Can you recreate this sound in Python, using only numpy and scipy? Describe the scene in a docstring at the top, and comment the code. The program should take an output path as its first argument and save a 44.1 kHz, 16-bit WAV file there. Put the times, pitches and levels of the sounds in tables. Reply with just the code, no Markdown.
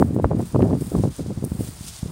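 """Quick steps through tall dry grass in an open meadow, heard from a hand-held microphone.
From the start gusts rumble and flutter on the microphone as turbulence, with sharp pops from single eddies,
over faint air noise. Legs sweep the blades and feet crush the straw in swells of tiny random clicks.
A few stems snap as decaying noise bursts. The wind eases, the crushing grows, and a foot drags at the end."""
import sys
import numpy as np
from scipy import signal
from scipy.fft import rfft, irfft
from scipy.io import wavfile
from scipy.ndimage import uniform_filter1d, map_coordinates

SR = 44100
rng = np.random.default_rng(int(sys.argv[2]) if len(sys.argv) > 2 else 0)


def master(y):
    """Save y as 16-bit WAV."""
    cut = np.clip(np.atleast_2d(y).T, -1, 1)
    pcm = np.round(cut * 32767)  # scale
    wavfile.write(sys.argv[1], SR, pcm.astype(np.int16))


N = 93447

# dry straw underfoot, crushed or scuffed: mean clicks per second, spread of their strength in dB
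STRAW_PER_S, STRAW_SPREAD_DB = 9000, 2.5


def undb(db):
    """Amplitude ratio: 20 dB is a factor of ten."""
    return 10 ** (np.asarray(db) / 20)


def curve(rows):
    """Linear interpolation of rows (seconds, value), with corners rounded by a 5 ms moving mean."""
    seconds, values = np.array(rows).T
    joined = np.interp(np.arange(N) / SR, seconds, values)
    return uniform_filter1d(joined, int(0.005 * SR))


def unit(x):
    """Normalisation of the signal power: the rms becomes 1."""
    return x / np.sqrt(np.mean(x ** 2))


def colour(x, points):
    """Zero-phase spectral shaping by (Hz, dB) points, joined by straight lines over log frequency."""
    hz, db = np.array(points, float).T
    f = np.maximum(np.arange(len(x) // 2 + 1) * SR / len(x), 1)
    gain = undb(np.interp(np.log(f), np.log(hz), db))
    return irfft(rfft(x) * gain, len(x))


def walk(hz):
    """Low-passed Gaussian noise: a random course of rms 1 that changes about hz times a second."""
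    lowpass = signal.butter(2, hz / 2, fs=SR, output="sos")
    return unit(signal.sosfilt(lowpass, rng.standard_normal(N)))


def even(x, seconds):
    """Division by the local rms: the short-term level stays near 1."""
    k = max(int(seconds * SR), 1)
    power = uniform_filter1d(uniform_filter1d(x ** 2, k), k)
    return x / np.sqrt(power + 1e-12)


def wind():
    """Turbulent pressure: large eddies rumble, fine ones flutter, and both darken as the gust slackens."""
    # Gusts. Each row: time in seconds, rumble level in dB, fine flutter level in dB, both before trim.
    gusts = np.array([(0.0, -10.5, -29.5), (0.025, -20.5, -21.5), (0.041, -21, -44), (0.08, -21, -37),
                      (0.122, -26.5, -43.5), (0.14, -21, -42), (0.202, -22, -34), (0.218, -27, -64),
                      (0.253, -16, -19), (0.291, -31, -69), (0.308, -19, -22), (0.369, -21.5, -41),
                      (0.4, -22, -28), (0.45, -29, -49), (0.489, -42, -56), (0.535, -31, -50),
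                      (0.56, -16, -16), (0.58, -19.5, -70), (0.596, -16, -22.5), (0.631, -15, -26.5),
                      (0.68, -22, -29.5), (0.74, -19, -26.5), (0.8, -30, -50.5), (0.82, -24, -34),
                      (0.839, -35, -56), (0.88, -29, -44), (0.9, -37, -52), (0.95, -20, -27.5),
                      (1.002, -18, -39), (1.03, -27.5, -49.5), (1.043, -17.5, -25.5), (1.11, -31, -50),
                      (1.14, -45.5, -62), (1.18, -44, -50.5), (1.195, -22.5, -29.5), (1.24, -34, -50),
                      (1.291, -28, -45.5), (1.311, -26, -30.5), (1.356, -40, -54), (1.375, -28, -40),
                      (1.406, -35.5, -52), (1.439, -25, -35.5), (1.495, -36.5, -55), (1.549, -29, -43),
                      (1.576, -34, -45), (1.609, -27, -39), (1.708, -40.5, -51), (1.8, -47, -58),
                      (1.879, -39.5, -60), (2.015, -51.5, -58), (2.049, -33, -49.5), (2.12, -35.5, -44)], float)
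    # Large eddies at the reference level. Each row: frequency in Hz, relative spectral level in dB.
    large_eddies = [(20, -73), (55, -14), (110, 2), (190, -1), (300, -5), (420, -24), (700, -56),
                    (2000, -95)]
    # Fine eddies at the reference level. Each row: frequency in Hz, relative spectral level in dB.
    fine_eddies = [(150, -20.5), (330, 1), (450, 6), (700, -6.5), (1000, -17), (1600, -33), (2800, -46),
                   (6000, -102)]
    rumble_trim_db, fine_trim_db, reference_db = 1, -1.5, -20
    large_law, fine_law = 0.22, 0.09  # the eddies' pitch goes with these powers of the pressure
    bass_cut_hz = 54.6  # of the microphone

    rumble_db = curve(gusts[:, [0, 1]])
    fine_db = curve(gusts[:, [0, 2]])
    force_db = rumble_db - reference_db
    # the large eddies' pitch rises no further above the reference level
    large_speed = undb(large_law * np.minimum(force_db, 0))
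    fine_speed = undb(fine_law * force_db)
    rumble = eddies(large_eddies, rumble_db + rumble_trim_db, large_speed, seconds=0.028)
    fine = eddies(fine_eddies, fine_db + fine_trim_db, fine_speed, seconds=0.0054)
    bass_cut = signal.butter(2, bass_cut_hz, "high", fs=SR, output="sos")
    return signal.sosfilt(bass_cut, rumble + fine + pops())


def eddies(spectrum, level_db, speed, seconds):
    """Frozen turbulence carried past the microphone port: the faster it goes, the higher it sounds."""
    flutter_hz, flutter_db, flutter_speed = 196, 2.5, 0.17  # rate, level spread, log-speed spread
    frozen = unit(colour(rng.standard_normal(2 * N), spectrum))
    flutter = walk(flutter_hz)
    place = np.cumsum(speed * np.exp(flutter_speed * flutter))  # in samples of the frozen pattern
    flow = map_coordinates(frozen, [place], mode="mirror") * undb(flutter_db * flutter)
    return even(flow, seconds) * undb(level_db)


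def pops():
    """Vortex suction at the port: a sharp lopsided dip with soft flanks, higher for a smaller core."""
    # Single strong eddies. Each row: time in seconds, strength in dB, frequency of the core's peak in Hz.
    vortices = [(.011, -6, 133), (.0249, -3, 523), (0.0261, -2.5, 235), (0.1643, -15.5, 326),
                (.1885, -19, 340), (0.1989, -9, 295), (0.2445, -4, 488), (.252, -9, 55),
                (0.257, -16.5, 230), (0.3133, -7, 135), (0.3147, -13, 366), (.333, -23, 450),
                (.397, -12, 235.5), (0.5475, -12, 356), (0.5561, -13, 115), (0.5635, -6.5, 201),
                (0.5943, -8, 305), (0.6078, -16, 340), (0.6237, -4.5, 126), (0.6291, -7.5, 278),
                (.64, -10.5, 161), (0.658, -13.5, 310), (0.7092, -14, 346), (0.7301, -6.5, 179),
                (0.7348, -9, 293), (0.8218, -12.5, 180), (0.9199, -13, 217), (.951, -10, 258),
                (0.9675, -14.5, 172), (0.9866, -12.5, 115), (1.038, -8.5, 294), (1.0566, -18, 256),
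                (1.0758, -10.5, 170), (1.1939, -15, 151.6), (1.2078, -17, 177), (1.2628, -19.5, 218.6),
                (1.306, -22, 271.3), (1.3762, -16.5, 123), (1.426, -17, 157.8), (1.441, -14, 229),
                (1.5196, -13.5, 126.9), (1.5933, -17.5, 119), (1.6088, -13, 190), (1.6895, -22, 120),
                (1.8105, -24, 104), (2.0313, -14, 101.4), (2.06, -19.5, 163)]
    lean = 0.71  # how far the dip leans, one flank being sharper than the other
    rough, rough_hz = 0.067, 1170  # small whirls that ride on a strong eddy: share, rate
    out = np.zeros(N)
    for at, db, hz in vortices:
        u = np.pi * hz * (np.arange(N) / SR - at)
        core = (1 + 1j * u) ** -3
        out -= undb(db) * (core.real + lean * core.imag)
    return out * (1 + rough * walk(rough_hz))


def meadow_air():
    """Stationary coloured noise: distant air over the meadow."""
    # Air noise. Each row: frequency in Hz, relative spectral level in dB.
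    air_colour = [(30, -7), (110, 4), (300, -68), (600, -12.5), (1200, -16), (2500, -24), (16000, -52)]
    return undb(-48.5) * unit(colour(rng.standard_normal(N), air_colour))


def rustle(levels, spectrum, per_s, spread_db, patchy_db, patchy_hz):
    """Random impulse train: thousands of tiny dry clicks, mostly weak, that come in tufts."""
    hit = rng.random(N) < per_s / SR
    sign = rng.choice([-1, 1], N)
    strength = undb(spread_db * np.minimum(rng.exponential(size=N), 6))
    clicks = even(colour(hit * sign * strength, spectrum), seconds=0.054)
    return clicks * undb(curve(levels) + patchy_db * walk(patchy_hz))


def crush():
    """Summed brittle fractures: straw crushed under the feet."""
    # Swells of crushing. Each row: time in seconds, level in dB before trim.
    swells = [(0.02, -58), (0.09, -60.5), (0.33, -60.5), (0.47, -51.5), (0.62, -58), (1.0, -51.5),
              (1.04, -49), (1.08, -54), (1.19, -47.5), (1.22, -52), (1.36, -55), (1.44, -55), (1.55, -57),
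              (1.68, -46.5), (1.7, -49.5), (1.75, -51.5), (1.87, -43.5), (1.88, -36.5), (1.91, -45.5),
              (1.97, -44.5), (2.11, -54.5), (2.12, -47)]
    # Sound of crushed straw. Each row: frequency in Hz, relative spectral level in dB.
    straw_colour = [(300, -3), (1000, -5.5), (1600, -4), (2700, -0.5), (3500, 4), (4800, 1.5), (6500, 4.5),
                    (8000, 4), (10500, -4.5), (16000, -6)]
    clicks = rustle(swells, straw_colour, STRAW_PER_S, STRAW_SPREAD_DB, patchy_db=1.28, patchy_hz=88)
    return undb(0.5) * clicks  # trim


def sweep():
    """Summed friction impulses: blades sweeping along the legs."""
    # Swells of sweeping. Each row: time in seconds, level in dB before trim.
    swells = [(0.02, -51), (0.13, -65.5), (0.15, -52), (0.21, -81.5), (0.22, -58), (0.35, -77), (0.39, -54),
              (0.45, -59), (0.46, -50), (0.58, -67), (0.62, -59.5), (0.74, -66.5), (0.81, -48),
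              (1.11, -61.5), (1.18, -56), (1.23, -77), (1.43, -62), (1.45, -48), (1.46, -56.5), (1.52, -55),
              (1.63, -46), (1.81, -58), (1.89, -51.5), (1.91, -70), (1.97, -60), (2.08, -63), (2.12, -56)]
    # Sound of the blades. Each row: frequency in Hz, relative spectral level in dB.
    blade_colour = [(1000, 6), (3000, -2), (6000, -3), (8000, 8.5), (10500, 0.5), (12000, 6), (14000, 0),
                    (15700, 8)]
    clicks = rustle(swells, blade_colour, per_s=7700, spread_db=3.0, patchy_db=1.44, patchy_hz=120)
    return undb(4) * clicks  # trim


def snaps():
    """Sudden fracture: each stem gives a short decaying noise burst, thick stalks low, thin blades bright."""
    # Breaking stems. Each row: start in seconds, peak in dB before the microphone's response, pitch in Hz.
    stems = [(0.4167, -33.5, 7840), (0.5238, -37, 8950), (0.591, -37.5, 10230), (0.622, -28, 1800),
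             (0.63, -32, 1610), (.8091, -33.5, 9150), (.952, -38, 1690), (1.165, -32.5, 8000),
             (1.4435, -34, 9900), (1.449, -22.5, 12500), (1.8853, -28, 8400), (1.9654, -30.5, 5730)]
    low_slope_db, high_slope_db = -9.5, -23  # dB per octave below and above the pitch
    decay_s = 0.0008
    out = np.zeros(N)
    for at, db, hz in stems:
        age = np.arange(N) / SR - at
        # the slopes run for two octaves each way, then level off
        stem_colour = [(hz / 4, 2 * low_slope_db), (hz, 0), (hz * 4, 2 * high_slope_db)]
        decay = (age >= 0) * np.exp(-np.abs(age) / decay_s)
        crack = colour(rng.standard_normal(N) * decay, stem_colour)
        out += undb(db) * crack / np.abs(crack).max()
    return out


def scuff():
    """Friction as dense impulses: a foot drags through low straw."""
    # The drag. Each row: time in seconds, level in dB.
    drag = [(2.05, -74.5), (2.09, -54.5), (2.12, -43.5)]
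    # Sound of the low straw. Each row: frequency in Hz, relative spectral level in dB.
    drag_colour = [(500, -9), (1150, -1), (2400, -31)]
    return rustle(drag, drag_colour, STRAW_PER_S, STRAW_SPREAD_DB, patchy_db=0.5, patchy_hz=90)


def scene():
    """Superposition: wind on the microphone, the quiet meadow and the grass, on one channel."""
    grass = crush() + sweep() + snaps() + scuff()
    return (wind() + meadow_air() + grass)[None]


def record(dry):
    """Resonance and band limit: the microphone rings in the treble, the recorder cuts the top."""
    # Microphone and housing resonances. Each row: frequency in Hz, width in Hz, added level in dB.
    resonances = [(4850, 840, -3), (9240, 800, 6)]
    ring = 0
    for hz, width, db in resonances:
        b, a = signal.iirpeak(hz, hz / width, fs=SR)
        ring = ring + undb(db) * signal.lfilter(b, a, dry)
    top_cut = signal.ellip(12, 0.1, 90, 15750, fs=SR, output="sos")  # ripple dB, stopband dB, edge Hz
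    return signal.sosfilt(top_cut, dry + ring)


dry = scene()
out = record(dry)
master(out)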